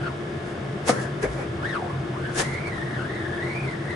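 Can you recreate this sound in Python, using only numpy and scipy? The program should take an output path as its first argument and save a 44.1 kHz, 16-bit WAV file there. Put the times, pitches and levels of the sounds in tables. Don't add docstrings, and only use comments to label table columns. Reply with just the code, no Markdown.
import sys
import numpy as np
from scipy import signal
from scipy.fft import rfft, irfft, next_fast_len
from scipy.io import wavfile

SR = 44100
rng = np.random.default_rng(int(sys.argv[2]) if len(sys.argv) > 2 else 0)


def materialize(psi):
    bounded = np.clip(np.atleast_2d(psi).T, -1, 1)
    quanta = np.round(bounded * 32767).astype(np.int16)
    wavfile.write(sys.argv[1], SR, quanta)


N = 174195

def amp(db):
    return 10 ** (np.asarray(db) / 20)

def unit(x):
    return x / np.sqrt(np.mean(x ** 2) + 1e-20)

def along(points, hz):
    freqs, values = np.transpose(points)
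    return np.interp(np.log(hz + 1), np.log(freqs + 1), values)

def filtered(x, response):
    size = next_fast_len(N + SR // 2)
    return irfft(rfft(x, size) * response(np.fft.rfftfreq(size, 1 / SR)), size)[..., :N]

# frequency in Hz, likeness (1 is identical).
STEREO_LIKENESS = [(60, 1), (140, 0.99), (300, 0.92), (600, 0.4), (1200, 0.055), (2500, 0.027),
                   (6000, 0.35), (11000, 0.096)]
def rush(gain):
    def response(hz):
        angle = np.arccos(np.clip(along(STEREO_LIKENESS, hz), -1, 1)) / 2
        return gain(hz) * np.array([np.cos(angle), np.sin(angle)])
    mid, side = filtered(rng.standard_normal((2, N)), response)
    return unit(np.array([mid + side, mid - side]))

def coloured(spectrum):
    return rush(lambda hz: amp(along(spectrum, hz)))

def noise_band(centre_hz, width_hz):
    return rush(lambda hz: 1 / (1 + ((hz - centre_hz) / width_hz) ** 2))

def flutter(width_hz):
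    return unit(filtered(rng.standard_normal((2, N)), lambda hz: np.exp(-(hz / width_hz) ** 2 / 2)))

def uneven(depth_db, speed_hz):
    return unit(amp(depth_db * flutter(speed_hz)[0]))

def fuzzy(phase, width_hz):
    x = flutter(width_hz) * np.cos(phase) + flutter(width_hz) * np.sin(phase)
    return unit(x + 0.13 * x[::-1])

def wavering_tone(t, hz, wander_hz):
    drift = wander_hz * np.cumsum(flutter(7.08)[0]) / SR
    return np.sqrt(2) * np.sin(2 * np.pi * (hz * t + drift))

def ring(t, modes, start, db, attack_s):
    age = np.maximum(t - start, 0)
    ringing = np.zeros(N)
    for hz, mode_db, ring_s in modes:
        fade = amp(mode_db + rng.normal(0, 1) - 60 * age / ring_s)
        ringing += fade * np.sin(2 * np.pi * hz * age + rng.uniform(0, 2 * np.pi))
    return amp(db) * ringing * (1 - np.exp(-age / attack_s))

# frequency in Hz, relative level in dB.
AIR_SPECTRUM = [(20, -48), (40, -40), (75, -11.5), (150, -1.5), (240, -4.5), (300, -11), (400, -3),
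                (540, -10), (680, -8.5), (900, -16.5), (1400, -13), (1800, -16), (2350, -23), (3600, -25),
                (4250, -34.5), (5000, -32), (7000, -40.5), (8400, -40), (11000, -44.5)]
# time in seconds, level in dB.
DRONE_LEVELS = [(0, -29.5), (.2, -39), (.8, -34), (1.2, -35), (1.6, -33), (1.85, -43), (1.95, -28),
                (2.07, -36), (2.19, -37.5), (2.29, -28), (2.36, -37), (2.49, -30.5), (2.6, -37), (2.8, -38),
                (2.9, -27.5), (3.0, -32), (3.15, -40), (3.6, -34), (3.95, -32)]
# frequency in Hz, width in Hz, level in dB.
CASING_RESONANCES = [(90.3, 18, -43), (194, 14.6, -48), (338.7, 28, -38.5)]
# pitch in Hz, level in dB.
MOTOR_TONES = [(350, -44.5), (589, -51), (689, -53), (1081, -55), (1707, -53.5), (2182, -57.5),
               (4371, -69.5), (4797, -73), (6708, -73)]
def machine(t):
    drone_hz = 136
    drone = unit(wavering_tone(t, drone_hz, wander_hz=6.01) + amp(-0.5) * noise_band(drone_hz, 15.7))
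    drone *= amp(np.interp(t, *np.transpose(DRONE_LEVELS)))
    air = amp(-34) * coloured(AIR_SPECTRUM)
    casing = sum(amp(db) * noise_band(hz, width) for hz, width, db in CASING_RESONANCES)
    motor = sum(amp(db) * wavering_tone(t, hz, wander_hz=2.406) for hz, db in MOTOR_TONES)
    return air + drone + casing + motor

# time in seconds, threads crossed per second (Hz), level in dB.
BLADE_STROKES = [
    [(0, 1553, -44), (.04, 1500, -36.5), (.08, 1421, -35), (.105, 993, -39), (.14, 790, -47)],
    [(1.59, 893, -47), (1.63, 1302, -35), (1.66, 1780, -33.5), (1.69, 1960, -34), (1.73, 1760, -33),
     (1.76, 1331, -27), (1.79, 979, -34), (1.82, 747.5, -36), (1.865, 699, -33.5), (1.885, 844, -42),
     (1.905, 1097, -35), (2.0, 987, -51), (2.1, 800.5, -49)],
    [(2.13, 848, -42), (2.18, 1192, -40.5), (2.225, 1559, -39.5), (2.275, 1630, -34.5), (2.335, 1493, -41),
     (2.4, 1716, -31), (2.45, 1988, -36.5), (2.51, 2096, -35), (2.565, 2116, -33.5), (2.62, 2303, -41.5),
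     (2.68, 2285, -33), (2.72, 2020, -36.5), (2.78, 1834, -34), (2.87, 1871, -39.5), (2.95, 1890, -35.5),
     (3.0, 1453, -34), (3.05, 1500, -34.5), (3.09, 1858, -39), (3.15, 1944, -38.5), (3.25, 1786, -38),
     (3.33, 1690, -35.5), (3.4, 1766, -37.5), (3.44, 1995, -35), (3.5, 2140, -35), (3.54, 2232, -35.5),
     (3.565, 2374, -33.5), (3.61, 2436, -38), (3.655, 2355, -37.5), (3.685, 2107, -35.5),
     (3.72, 2054, -33.5), (3.745, 1870, -39), (3.8, 1940, -43), (3.86, 1907, -39), (3.905, 1980, -35.5),
     (3.95, 1953, -38.5)],
]
# multiple of the pitch, relative level in dB, width in Hz.
WHIR_PARTIALS = [(.47, -18, 90), (1.96, -15, 338), (2.9, -21, 450)]
WHISTLE_LEVELS = [-16, -16.5, -48]
# frequency in Hz, relative level in dB.
INK_SPECTRUM = [(3000, -31), (5500, -6), (6800, -20), (8200, 6), (11000, 1)]
# frequency in Hz, relative level in dB.
RUB_SPECTRUM = [(200, -2), (500, -1), (1200, -2.5), (1900, -3), (2700, -26), (3400, -21.5), (5000, -22),
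                (11000, -34)]
def blade(t):
    times, crossing_hz, _ = np.concatenate(BLADE_STROKES).T
    pitch = np.interp(t, times, crossing_hz)
    phase = 2 * np.pi * np.cumsum(pitch) / SR
    levels = []
    for times, _, db in map(np.transpose, BLADE_STROKES):
        seconds_outside = np.abs(t - np.clip(t, times[0], times[-1]))
        levels.append(amp(np.interp(t, times, db)) * np.exp(-seconds_outside / 0.01))
    whir_width_hz, damping_hz = 65, 4070
    whir = unit(fuzzy(phase, whir_width_hz) + fuzzy(0.98 * phase, width_hz=170))
    for multiple, db, width_hz in WHIR_PARTIALS:
        damping = np.sqrt(1 + (multiple * pitch / damping_hz) ** 10)
        whir += amp(db) * fuzzy(multiple * phase, width_hz) / damping
    whistle = fuzzy(2 * phase, 2 * whir_width_hz) + amp(-5) * fuzzy(3 * phase, 3 * whir_width_hz)
    whistle *= sum(amp(db) * level for db, level in zip(WHISTLE_LEVELS, levels))
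    ink = amp(-21) * unit(uneven(depth_db=5, speed_hz=506) * coloured(INK_SPECTRUM))
    grip = uneven(depth_db=2.5, speed_hz=24.3)
    rub = amp(-4.5) * uneven(depth_db=2, speed_hz=70) * coloured(RUB_SPECTRUM)
    speed_gain = amp(5.5 * np.log2(pitch / 2100))
    return sum(levels) * (grip * whir + speed_gain * (rub + ink)) + speed_gain ** 2 * whistle

# peak time in seconds, width in seconds,
# low rattle in dB, scrape pitch in Hz, scrape in dB, bright rattle in dB.
CARRIAGE_SCUFFS = [(.49, .03, -57, 1670, -47, -52.5), (0.932, 0.012, -29, 1316, -47, -48),
                   (0.984, 0.024, -34.5, 1637, -33, -49), (1.055, 0.033, -41, 1666, -39.5, -58),
                   (1.025, 0.016, -48, 1720, -45, -43), (1.26, 0.012, -33.5, 2100, -40, -71),
                   (1.33, 0.03, -43, 1810, -48, -49.5), (1.409, 0.029, -33, 2300, -45, -49.5),
                   (2.543, 0.0073, -47, 2220, -48, -45)]
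# time in seconds, low, middle and bright rattle in dB,
# rise and fall in seconds.
CARRIAGE_CLACKS = [(0.8918, -20, -24.5, -21, 0.0097, 0.011), (1.234, -28.5, -27.5, -36.5, 0.0073, 0.012),
                   (2.401, -25, -28, -22, 0.018, 0.013)]
# pitch in Hz, relative level in dB, ring time in seconds.
FRAME_MODES = [(122, -15, .09), (202, -9, 0.25), (236, -5, 0.13), (328, -8, 0.11), (410, -13, .08),
               (486, 3.5, 0.09), (542, -14.5, 0.05), (691, -0.5, 0.057), (730, -3, 0.07), (1235, -9, .05),
               (1320, -11, 0.09), (1530, -17, .07)]
# frequency in Hz, relative level in dB.
LOW_SPECTRUM = [(25, -42), (70, -13), (240, -0.5), (480, 7.5), (720, -0.5), (1100, -2.5), (2000, -8),
                (4000, -51)]
MIDDLE_SPECTRUM = [(600, -1.5), (1200, -7.5), (1650, 4), (2100, -2), (2450, -4.5), (2900, -23), (6000, -30)]
BRIGHT_SPECTRUM = [(500, -2), (1800, -0.5), (2800, 2.5), (3800, -0.5), (5200, 1), (6600, 1), (8200, -2),
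                   (11000, -2.5)]
def carriage(t):
    def swell(age, rise, fall):
        return np.exp(1 - np.hypot(1, age / np.where(age < 0, rise, fall)))
    low, middle, bright = np.zeros((3, N))
    scrapes = np.zeros((2, N))
    for peak, width, low_db, scrape_hz, scrape_db, bright_db in CARRIAGE_SCUFFS:
        slide = np.exp(-((t - peak) / width) ** 2 / 2)
        low += amp(low_db) * slide
        bright += amp(bright_db) * slide
        scrapes += amp(scrape_db) * slide * fuzzy(2 * np.pi * scrape_hz * t, width_hz=180)
    for peak, low_db, middle_db, bright_db, rise, fall in CARRIAGE_CLACKS:
        bright += amp(bright_db) * swell(t - peak, rise, fall)
        late_swell = swell(t - peak - 0.0028, rise, fall)
        low += amp(low_db) * late_swell
        middle += amp(middle_db) * late_swell
    bright *= uneven(depth_db=2, speed_hz=506)
    knock = ring(t, FRAME_MODES, start=0.8936, db=-12, attack_s=0.0015)
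    rattle = low * coloured(LOW_SPECTRUM) + middle * coloured(MIDDLE_SPECTRUM)
    rattle += bright * coloured(BRIGHT_SPECTRUM)
    return scrapes + knock + rattle

def workshop_echo(x, t):
    ring_s = 0.46
    tail = rng.standard_normal((2, SR // 2)) * amp(-60 * t[:SR // 2] / ring_s)
    return signal.fftconvolve(x, tail / np.linalg.norm(tail[0]), axes=1)[:, :N]

# pitch in Hz, relative level in dB, ring time in seconds.
SQUEEGEE_MODES = [(402, 0.5, 0.063), (436, 1, 0.041), (514, -11, .18), (640, -13, .2), (1000, -15, 0.049),
                  (1620, -12, 0.082), (2010, -17, 0.089)]
def squeegee_landing(t):
    knock = ring(t, SQUEEGEE_MODES, start=1.2335, db=-14.5, attack_s=0.004)
    thump_start, thump_hz, rise_s, ring_s = 1.258, 56.6, 0.018, 0.38
    age = np.maximum(t - thump_start, 0)
    thump_level = amp(-23.5 - 60 * age / ring_s) * (1 - np.exp(-age / rise_s))
    return knock + thump_level * np.sin(2 * np.pi * thump_hz * age)

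def scene():
    t = np.arange(N) / SR
    clacks = carriage(t)
    echo = amp(-10.5) * workshop_echo(clacks, t)
    return clacks + echo + blade(t) + squeegee_landing(t) + machine(t)

# frequency in Hz, left minus right in dB.
MIC_BALANCE = [(50, -1), (110, -1.5), (190, 2), (350, 3), (620, 2.5), (1200, 1.5), (1700, 3.5),
               (2250, -2.5), (3500, 3), (4300, 0.5), (5400, 3), (6800, 6), (8200, -10.5), (11000, 0)]
def record(dry):
    ceiling, top_hz = 0.7, 11100
    x = filtered(dry, lambda hz: amp(along(MIC_BALANCE, hz) * np.array([[.5], [-.5]])))
    rounded = x / (1 + (x / ceiling) ** 4) ** (1 / 4)
    return filtered(rounded, lambda hz: hz < top_hz)

dry = scene()
out = record(dry)
materialize(out)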